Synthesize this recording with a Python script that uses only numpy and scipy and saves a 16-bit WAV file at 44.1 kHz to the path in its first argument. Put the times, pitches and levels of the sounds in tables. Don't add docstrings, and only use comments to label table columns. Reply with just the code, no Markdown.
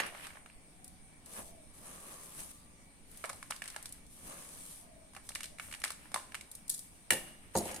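import sys
import numpy as np
from scipy import signal
from scipy.fft import rfft, irfft, next_fast_len
from scipy.io import wavfile
from scipy.ndimage import uniform_filter1d, map_coordinates

SR = 44100
rng = np.random.default_rng(int(sys.argv[2]) if len(sys.argv) > 2 else 0)


def wav_record(signal):
    frames = np.transpose(np.atleast_2d(signal))
    bounded = np.clip(frames, -1, 1)
    quanta = np.round(bounded * 32767).astype(np.int16)
    wavfile.write(sys.argv[1], SR, quanta)


N = 343980


def amp(db):
    return np.exp(np.asarray(db) * np.log(10) / 20)


def unit(x):
    return x / np.sqrt(np.mean(x ** 2) + 1e-20)


def along(points, hz):
    f, v = np.transpose(points)
    return np.interp(np.log(hz + 1), np.log(f + 1), v)


def wobble(rate):
    knots = rng.standard_normal(int(N * rate / SR) + 4)
    return map_coordinates(knots, [np.arange(N) * rate / SR])


def filtered(x, response):
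    n = x.shape[-1]
    m = next_fast_len(n + 1024)
    return irfft(rfft(x, m) * response(np.fft.rfftfreq(m, 1 / SR)), m)[..., :n]


def band(f, centre, width):
    return 1j * f * width / (centre * centre - f * f + 1j * f * width)


# (frequency [Hz], left-right correlation)
LIKENESS = [(60, 0.44), (130, 0.9), (290, 0.71), (640, 0.35), (1410, -0.065), (3100, 0.0065),
            (6820, -0.025), (15000, -0.11)]


def rush(spectrum, grains, size_db, patchy_db, grain_s=.001):
    z = signal.stft(rng.standard_normal((2, N)), nperseg=512)[2]
    field = uniform_filter1d(rng.standard_normal(z.shape[1:]), 6, 0)
    field = uniform_filter1d(field, 10, 1)
    pair = signal.istft(z * amp(patchy_db * unit(field)), nperseg=512)[1][:, :N]

    sizes = amp(size_db * np.minimum(rng.exponential(size=N), 2))
    starts = (rng.random(N) < grains / SR) * sizes
    decay = np.exp(-1 / (grain_s * SR))
    pair = pair * (1 + signal.lfilter([1], [1, -decay], starts))

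    def mid_side(hz):
        turn = np.arccos(np.clip(along(LIKENESS, hz), -1, 1)) / 2
        return amp(along(spectrum, hz)) * [np.cos(turn), np.sin(turn)]

    mid, side = filtered(pair, mid_side)
    return unit(np.array([mid + side, mid - side]))


# (frequency [Hz], density [dB per Hz])
AIR_SPECTRUM = [(12, -1.5), (25, -4.5), (55, -6.5), (128, -13.5), (166, -10), (298, -13), (332, -19),
                (370, -20), (490, -21.5), (723, -20.5), (1380, -28.5), (2320, -26), (3500, -35),
                (4550, -86), (7700, -120)]
# (frequency [Hz], density [dB per Hz])
HISS_SPECTRUM = [(2500, -22.5), (3500, -12.5), (7000, -14), (7700, -16), (8300, -2.5), (9200, -1.5),
                 (10300, -10), (11500, -19), (14000, -23), (16300, -33)]
# (frequency [Hz], level before its flicker [dB])
WHINE_TONES = [(1930, -87), (2275, -77.5)]
AIR_DB, HISS_DB = -59, -63.5


def kitchen():
    t = np.arange(N) / SR
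    drift = .35 * wobble(10)
    flicker_db = 2.2 * wobble(9)
    whine = np.zeros((2, N))
    for hz, db in WHINE_TONES:
        phase = 2 * np.pi * hz * t + drift + [[0], [1.4]]
        whine += np.sqrt(2) * amp(db + flicker_db) * np.sin(phase)
    air = amp(AIR_DB) * rush(AIR_SPECTRUM, 0, 0, patchy_db=1.45)
    hiss = amp(HISS_DB) * rush(HISS_SPECTRUM, 0, 0, patchy_db=2.5)
    return air + hiss + whine


# (time [s], crunch of the crust [dB], pressure on the tray [dB])
STROKES = [
    [(1.25, -62, -65), (1.27, -58.5, -62), (1.33, -47.5, -58), (1.39, -48, -49), (1.43, -50, -60),
     (1.48, -52, -71), (1.52, -65, -74), (1.72, -75, -80)],
    [(1.74, -57.5, -68), (1.82, -55.5, -62), (1.95, -52.5, -57.5), (2.09, -53, -57), (2.36, -50, -60.5),
     (2.44, -49, -58.5), (2.52, -57.5, -73), (2.62, -65, -75), (2.76, -84, -85)],
    [(4.1, -58, -83), (4.19, -56, -65.5), (4.26, -51, -59.5), (4.32, -48.5, -51), (4.36, -53.5, -57),
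     (4.4, -49.5, -55.5), (4.47, -52.5, -60.5), (4.65, -51, -66), (4.8, -52, -69), (4.88, -71, -70)],
]
# (start [s], length [s], crunch [dB], patter [dB])
SLIDES_AND_SCUFFS = [(0, 0.11, -57, -42), (.13, 0.051, -73, -59), (0.23, 0.088, -59, -55),
                     (0, 0.46, -56, -52.5), (2.391, 0.027, -45, -55), (2.497, 0.02, -48.5, -57),
                     (3.056, 0.79, -55.5, -65.5), (3.61, 0.5, -63, -59.5), (5.22, 0.3, -58, -79),
                     (5.593, .24, -50.5, -62), (5.906, 0.98, -63.5, -63.5), (6.693, 0.4, -58, -87),
                     (7.114, 0.26, -51, -53.5), (7.195, 0.94, -67.5, -65), (7.544, 0.069, -42, -48),
                     (7.602, 0.26, -47, -53), (7.667, 0.18, -60, -53)]
# (frequency [Hz], density [dB per Hz])
CRUST_SPECTRUM = [(2060, -19), (3500, -13), (5030, -14.5), (6600, -9), (7080, -12.5), (8320, -3.5),
                  (9910, -2), (14800, -18.5), (16100, -32), (16400, -48)]
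PATTER_SPECTRUM = [(300, -33), (550, -10), (760, -13), (1300, -7.5), (1480, -9.5), (1660, -7), (3000, -10),
                   (3600, -17.5), (5850, -24), (9900, -120)]
DRONE_SPECTRUM = [(88, -19), (150, 5.5), (433, 0), (571, 5), (717, -0.5), (950, -1), (1060, 1.5), (1150, 6),
                  (1260, 1), (1540, -12), (1690, -1), (1850, -21), (2300, -65), (3520, -120)]
PATTER_DB, DRONE_DB = -4.5, -0.5
RISE = 0.14
FADE_DB = 16


def crumbs():
    t, gains = np.arange(N) / SR, np.zeros((3, N))
    for stroke in STROKES:
        s, crunch_db, pressure_db = np.transpose(stroke)
        levels = crunch_db, pressure_db + PATTER_DB, pressure_db + DRONE_DB
        gains += amp([np.interp(t, s, level, left=-150, right=-150) for level in levels])
    for s, length, *levels in SLIDES_AND_SCUFFS:
        u = (t - s) / length
        swell = np.clip(u / RISE, 0, 1)
        ending = np.clip((1 - u) / RISE, 0, 1)
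        gains[:2] += amp(np.c_[levels] - FADE_DB * np.clip(u - RISE, 0, 1)) * swell * ending
    crunch, patter, drone = uniform_filter1d(gains, size=1300, axis=1)

    grip = amp(1.5 * wobble(22))
    crust = rush(CRUST_SPECTRUM, 350, size_db=3.5, patchy_db=1.5, grain_s=.00025)
    bits = rush(PATTER_SPECTRUM, 110, size_db=4, patchy_db=1.5, grain_s=.0008)
    tray = rush(DRONE_SPECTRUM, 30, size_db=-10.0, patchy_db=1.0)
    return grip * (crunch * crust + patter * bits + drone * tray)


def blow(response, t60, alike, echo_db, echo_t60, rise_s=0.0012):
    t = np.arange(SR // 3) / SR
    bins = rng.standard_normal((4, len(t) // 2 + 1, 2)) @ [1, 1j]
    noise = unit(irfft(bins * response(np.fft.rfftfreq(len(t), 1 / SR)), len(t)))
    turn = np.arccos(np.clip(alike, 0, 1)) / 2
    near, far = np.cos(turn) * noise[:2, None] + np.sin(turn) * noise[2:, None] * [[1], [-1]]
    snap = amp(-60 * t / t60) + 0.16 * amp(-60 * t / 0.0013)
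    direct = near * snap * np.minimum(t / rise_s, 1)
    energy = np.sqrt(t60 / echo_t60)
    echo = energy * far * amp(echo_db - 60 * t / echo_t60) * np.minimum(t / 0.0047, 1)
    return direct + echo


# (frequency [Hz], density [dB per Hz])
CRACK_SPECTRUM = [(1940, -59), (3300, 3.5), (4040, 4.5), (6900, 1), (8280, 7.5), (10100, 6.5), (12200, -7),
                  (15100, -16), (16400, -41)]
STEEL_PAN_DB = 1.5


def tick(db, t60, bright_db):
    def colour(f):
        return amp(along(CRACK_SPECTRUM, f) + bright_db * np.log2(f / 9000 + .01))

    crack = blow(colour, t60, 0.025, echo_db=-7, echo_t60=0.36)
    return amp(db - 6.0) * crack * amp(STEEL_PAN_DB * np.c_[[.5, -.5]])


# (frequency [Hz], width [Hz], strength before scatter [dB])
KNOCK_MODES = [(572, 130, 4.5), (860, 88, 3), (1042, 117, 5), (1300, 440, 1.5), (1790, 210, 3.5),
               (2014, 146, 2), (2262, 190, 3.5), (2837, 224, 3), (3720, 570, -0.5)]
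SPOT_WIDTH = .8
SPOT_FLOOR = 0.29
CLEAN_DB = -4


def knock(db, hz, t60):
    scatter = amp(1.5 * rng.standard_normal(len(KNOCK_MODES)))

    def spot(f):
        bodies = sum((-1) ** k * g * amp(mode_db) * band(f, centre, width)
                     for k, ((centre, width, mode_db), g) in enumerate(zip(KNOCK_MODES, scatter)))
        struck = bodies * band(f, hz, SPOT_WIDTH * hz)
        return struck / (1 + (f / 3600) ** 8) / (1 + (SPOT_FLOOR * hz / (f + 1)) ** 4)

    rattle = blow(spot, t60, 0.23, echo_db=-7, echo_t60=0.36)
    t = np.arange(rattle.shape[1]) / SR
    ring = irfft(spot(np.fft.rfftfreq(len(t), 1 / SR)), len(t)) * amp(-60 * t / 0.22)
    ring = ring / np.linalg.norm(ring) * np.sqrt(t60 * SR / np.log(1e6))
    return amp(db + 3.5) * (rattle + amp(CLEAN_DB) * ring) * amp([[-.8], [.8]])


# (frequency [Hz], density [dB per Hz])
THUD_SPECTRUM = [(24, -49), (40, -1), (80, 8), (134, -13), (189, 8), (338, 5), (462, 6), (526, 3),
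                 (581, 9.5), (740, 7.5), (1200, -11), (1560, -36), (2640, -120)]
THUD_LONGER_S = 0.015


def thud(db, t60):
    def colour(f):
        return amp(along(THUD_SPECTRUM, f))

    low = blow(colour, t60 + THUD_LONGER_S, 0.46, echo_db=-2.0, echo_t60=0.58, rise_s=0.0047)
    return amp(db - 13.0) * low


# (time [s], steel tick [dB], knock [dB], knock pitch [Hz], low thud [dB])
HEAVY_BUMPS = [(0, -33, -29, 1720, -22.5), (0.0626, -35, -49, 1890, -47), (1.3847, -53, -66, 1060, -29.5),
               (7.105, -13, -27, 2640, -47), (7.121, -20, -37, 2800, -21.5), (7.132, -21.5, -58, 1760, -29),
               (7.5537, -40, -39.5, 890, -24), (7.5725, -21, -50, 802, -18), (7.6044, -47, -68, 837, -23),
               (7.6547, -41, -67, 910, -29), (7.6913, -48, -52, 947, -26.5), (7.7129, -37, -54, 2810, -30),
               (7.7438, -34, -57, 923, -35), (7.7618, -34, -53, 2830, -39)]
# (time [s], steel tick [dB], box knock [dB], knock pitch [Hz])
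BOX_KNOCKS = [(0.148, -54, -45, 1210), (0.171, -46, -51, 1840), (.207, -55, -56, 2000),
              (0.2484, -39, -55, 1940), (0.268, -34.5, -45.5, 1270), (0.124, -55, -51, 900),
              (.305, -57, -51, 1490), (0.355, -60, -53.5, 910), (0.3703, -63, -47, 1430),
              (0.46, -47, -50.5, 1500), (0.499, -55, -57.5, 2100), (3.24, -33.5, -33, 1150),
              (3.243, -50, -40.5, 650), (3.2477, -35, -38, 1080), (3.2552, -32.5, -59, 2000),
              (3.293, -30, -45.5, 1140), (3.297, -30, -42, 1290), (3.301, -50, -41, 620),
              (3.33, -37, -52, 700), (3.4271, -36, -45, 1720), (3.5036, -34, -46.5, 1050),
              (3.507, -23, -36.5, 1330), (3.521, -52, -39.5, 2390), (3.562, -33.5, -60, 2840),
              (3.6196, -31, -38, 1950), (3.639, -34, -49, 1740), (3.6563, -35, -51.5, 1650),
              (3.677, -30.5, -55, 2134), (3.683, -33, -49.5, 1900), (3.701, -33.5, -59, 1800),
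              (3.7442, -70, -48.5, 1780), (3.762, -29, -39, 1740), (3.765, -48, -45, 780),
              (3.8565, -28.5, -53, 2040), (5.149, -40.5, -53, 1510), (5.134, -48, -60, 900),
              (5.169, -48, -50, 910), (5.1639, -38, -44.5, 1360), (5.173, -48, -54, 1500),
              (5.29, -26.5, -50, 1720), (5.3043, -49, -50, 1000), (5.318, -54, -55, 2200),
              (5.3505, -23.5, -50, 2290), (5.3555, -29.5, -37.5, 2360), (5.389, -50, -56, 2200),
              (5.4061, -30.5, -44.5, 2750), (5.4317, -28.5, -48, 2470), (5.441, -28, -45.5, 2900),
              (5.4558, -33.5, -52, 3180), (5.5847, -39, -49, 1980), (5.597, -33.5, -38, 1940),
              (5.685, -52, -52.5, 950), (5.713, -39, -50, 2320), (5.7255, -32, -43.5, 2040),
              (5.7385, -34, -44, 2430), (5.7475, -32.5, -44.5, 2210), (5.8173, -35.5, -46.5, 1980),
              (5.8388, -18.5, -30, 2120), (5.8476, -24, -39, 2420), (5.856, -50, -40.5, 1840),
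              (5.878, -30, -49, 2320), (5.904, -26.5, -41.5, 1410), (5.918, -33, -55, 1570),
              (6.055, -57, -55, 1200), (6.117, -40, -50.5, 900), (6.1422, -18, -32.5, 1190),
              (6.1594, -31, -34, 1040), (6.175, -45, -48, 1400), (6.196, -47, -52, 1600),
              (6.3202, -43, -53, 1950), (6.3444, -30, -40, 1860), (6.3507, -30.5, -41, 2600),
              (6.4097, -34, -52.5, 3120)]
# (time [s], tick [dB])
STEEL_TICKS = [(.843, -35), (0.8782, -38.5), (1.2595, -37), (3.114, -42), (3.172, -36.5), (3.826, -33),
               (3.864, -41), (3.891, -39), (3.9234, -30.5), (4.065, -45), (4.7116, -40), (5.8007, -38),
               (6.514, -32), (6.551, -31.5), (6.6794, -34), (6.6945, -20), (6.698, -16), (6.7114, -35),
               (6.7395, -33), (6.744, -25), (6.7225, -35), (6.778, -33), (6.791, -29)]
TICK_T60_S, KNOCK_T60_S, BUMP_T60_S = 0.028, 0.025, 0.044
TICK_BRIGHT_DB, KNOCK_BRIGHT_DB, BUMP_BRIGHT_DB = 7.5, 1, 7.5
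THUD_DB, THUD_DB_PER_OCTAVE = -16, 9.5


def contacts():
    out, hits = np.zeros((2, N + SR)), []
    for s, tick_db, knock_db, hz, thud_db in HEAVY_BUMPS:
        steel = tick(tick_db, BUMP_T60_S, BUMP_BRIGHT_DB)
        hits.append((s, steel + knock(knock_db, hz, BUMP_T60_S) + thud(thud_db, BUMP_T60_S)))
    for s, tick_db, knock_db, hz in BOX_KNOCKS:
        thud_db = knock_db + THUD_DB + THUD_DB_PER_OCTAVE * np.log2(hz / 1000)
        steel = tick(tick_db, KNOCK_T60_S, KNOCK_BRIGHT_DB)
        hits.append((s, steel + knock(knock_db, hz, KNOCK_T60_S) + thud(thud_db, KNOCK_T60_S)))
    for s, db in STEEL_TICKS:
        hits.append((s, tick(db, TICK_T60_S, TICK_BRIGHT_DB)))
    for s, hit in hits:
        out[:, round(s * SR):][:, :hit.shape[1]] += hit
    return out[:, :N]


# (time [s], lower ring of the tongs [dB], upper ring of the tongs [dB], table [dB])
HARD_BLOWS = [(.001, -55, -46, -60), (5.836, -68, -54, -72), (6.143, -66, -70, -60.5),
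              (6.697, -76, -58, -73), (6.712, -83, -53, -85), (6.741, -85, -53, -86), (6.79, -88, -68, -82),
              (7.1064, -43, -61, -44), (7.121, -59, -54, -49), (7.132, -56, -49, -50),
              (7.552, -80, -47.5, -34.5), (7.564, -85, -42, -46), (7.572, -83, -48, -49),
              (7.583, -81, -42, -62), (7.605, -85, -54, -47.5), (7.654, -77, -53, -51),
              (7.712, -78, -55, -55), (7.743, -71, -53, -60), (7.761, -72, -54, -58)]
# (time [s], level [dB])
FLOOR_BLOWS = [(6.143, -49), (6.1588, -48), (7.12, -60), (7.553, -53), (7.692, -61)]
# (frequency [Hz], level before scatter [dB], t60 [s])
LOW_TONGS_MODES = [(1400, -9, .15), (1620, -3, .15), (1757, 2, .3), (1830, 3, .3), (1882, 1, .28),
                   (2210, -7, .35), (2340, -4, .3), (2727, 0, .25), (2800, 1, .3), (2855, -1, .7),
                   (2905, -1, .2), (3440, -8, .3), (4000, -4, .12), (4815, -9, .12), (8530, -3, .1)]
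HIGH_TONGS_MODES = [(3994, -6, .08), (4409, -3, .07), (4830, -6, .08), (5566, -3, .07), (6670, 3, .09),
                    (7290, -6, .08), (8215, -2, .07), (8528, -3, .1), (9690, 0, .1), (10060, -3, .1),
                    (11820, -6, .08)]
TABLE_MODES = [(68, -9, .2), (101, -4, .26), (137, -8, .25), (163.3, -6, .3), (210, 0, .3), (250.4, -6, .3),
               (312, -7, .25), (347, -2, .4), (414, -6, .3), (463, -4, .14), (524, 4, .22), (630, -5, .25),
               (705, -3, .3), (753, -3, .16), (842, -2, .14), (925, 2, .1)]
FLOOR_MODES = [(930, -3, .2), (1035, 0, .42), (1180, -5, .2)]
RISE_CYCLES = 1.5


def rings():
    out, t = np.zeros((2, N + SR)), np.arange(SR * 2 // 5) / SR
    # modes, left-right phase spread [rad], clank while the contact lasts [dB over the mode], its t60 [s]
    low_tongs, high_tongs = (LOW_TONGS_MODES, .6, 15, .022), (HIGH_TONGS_MODES, 1.37, 0, .03)
    table, floor = (TABLE_MODES, 0.17, -3, .03), (FLOOR_MODES, .6, 0, .03)
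    blows = [(s, db, floor) for s, db in FLOOR_BLOWS]
    for s, *levels in HARD_BLOWS:
        blows += [(s, db, body) for db, body in zip(levels, (low_tongs, high_tongs, table))]

    for s, level_db, (modes, spread, clank_db, clank_t60) in blows:
        for hz, db, t60 in modes:
            strength_db, phase, *lag = rng.standard_normal(4)
            step = np.sqrt((2 * hz + 1000) / 40 / SR)
            wander = step * np.cumsum(rng.standard_normal(len(t)))
            swell = np.minimum(t / (0.00078 + RISE_CYCLES / hz), 1)
            ring = np.sin(2 * np.pi * (hz * t + phase) + wander + spread * np.c_[lag]) * swell
            decay = amp(-60 * t / t60) + amp(clank_db - 60 * t / clank_t60)
            level = amp(level_db + db + 1.5 * strength_db)
            out[:, round(s * SR):][:, :len(t)] += level * decay * ring
    return out[:, :N]


# (start [s], length [s], first pitch [Hz], last pitch [Hz], level [dB], blur [knots per s])
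FAINT_TONES = [(.73, .3, 740, 765, -68, 70), (1.43, .25, 700, 600, -63, 80), (2.0, .2, 1150, 1120, -66, 25),
               (2.15, .16, 1030, 1050, -67, 25), (2.47, .37, 1165, 1180, -70.5, 60),
               (4.78, .34, 700, 600, -62.5, 95), (5.43, .17, 620, 640, -63, 90)]


def gliding_tones():
    t, out = np.arange(N) / SR, np.zeros((2, N))
    for s, length, first_hz, last_hz, db, blur in FAINT_TONES:
        u = np.clip((t - s) / length, 0, 1)
        phase = 2 * np.pi * np.cumsum(first_hz + (last_hz - first_hz) * u) / SR
        smear = [wobble(blur) * np.sin(phase) + wobble(blur) * np.cos(phase) for _ in out]
        out += amp(db) * np.sqrt(np.abs(np.sin(np.pi * u))) * smear
    return out


# (frequency [Hz], left over right [dB])
CLOSE_TILT = [(1000, -0.5), (2000, -0.5), (4000, 0.5), (8000, -4.5), (13000, 5)]


def scene():
    def closeness(hz):
        return amp(along(CLOSE_TILT, hz) * [[.5], [-.5]])

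    blows = filtered(contacts() + rings(), closeness)
    return kitchen() + crumbs() + blows + gliding_tones()


# (frequency [Hz], left over right [dB])
MICROPHONE_TILT = [(60, -1.5), (180, -1), (550, 1), (1650, -0.5), (4970, -1), (15000, 4)]
TOP_HZ = 16500


def record(dry):
    def microphones(hz):
        return amp(along(MICROPHONE_TILT, hz) * [[.5], [-.5]]) * (hz < TOP_HZ)

    return filtered(dry, microphones)


dry = scene()
out = record(dry)
wav_record(out)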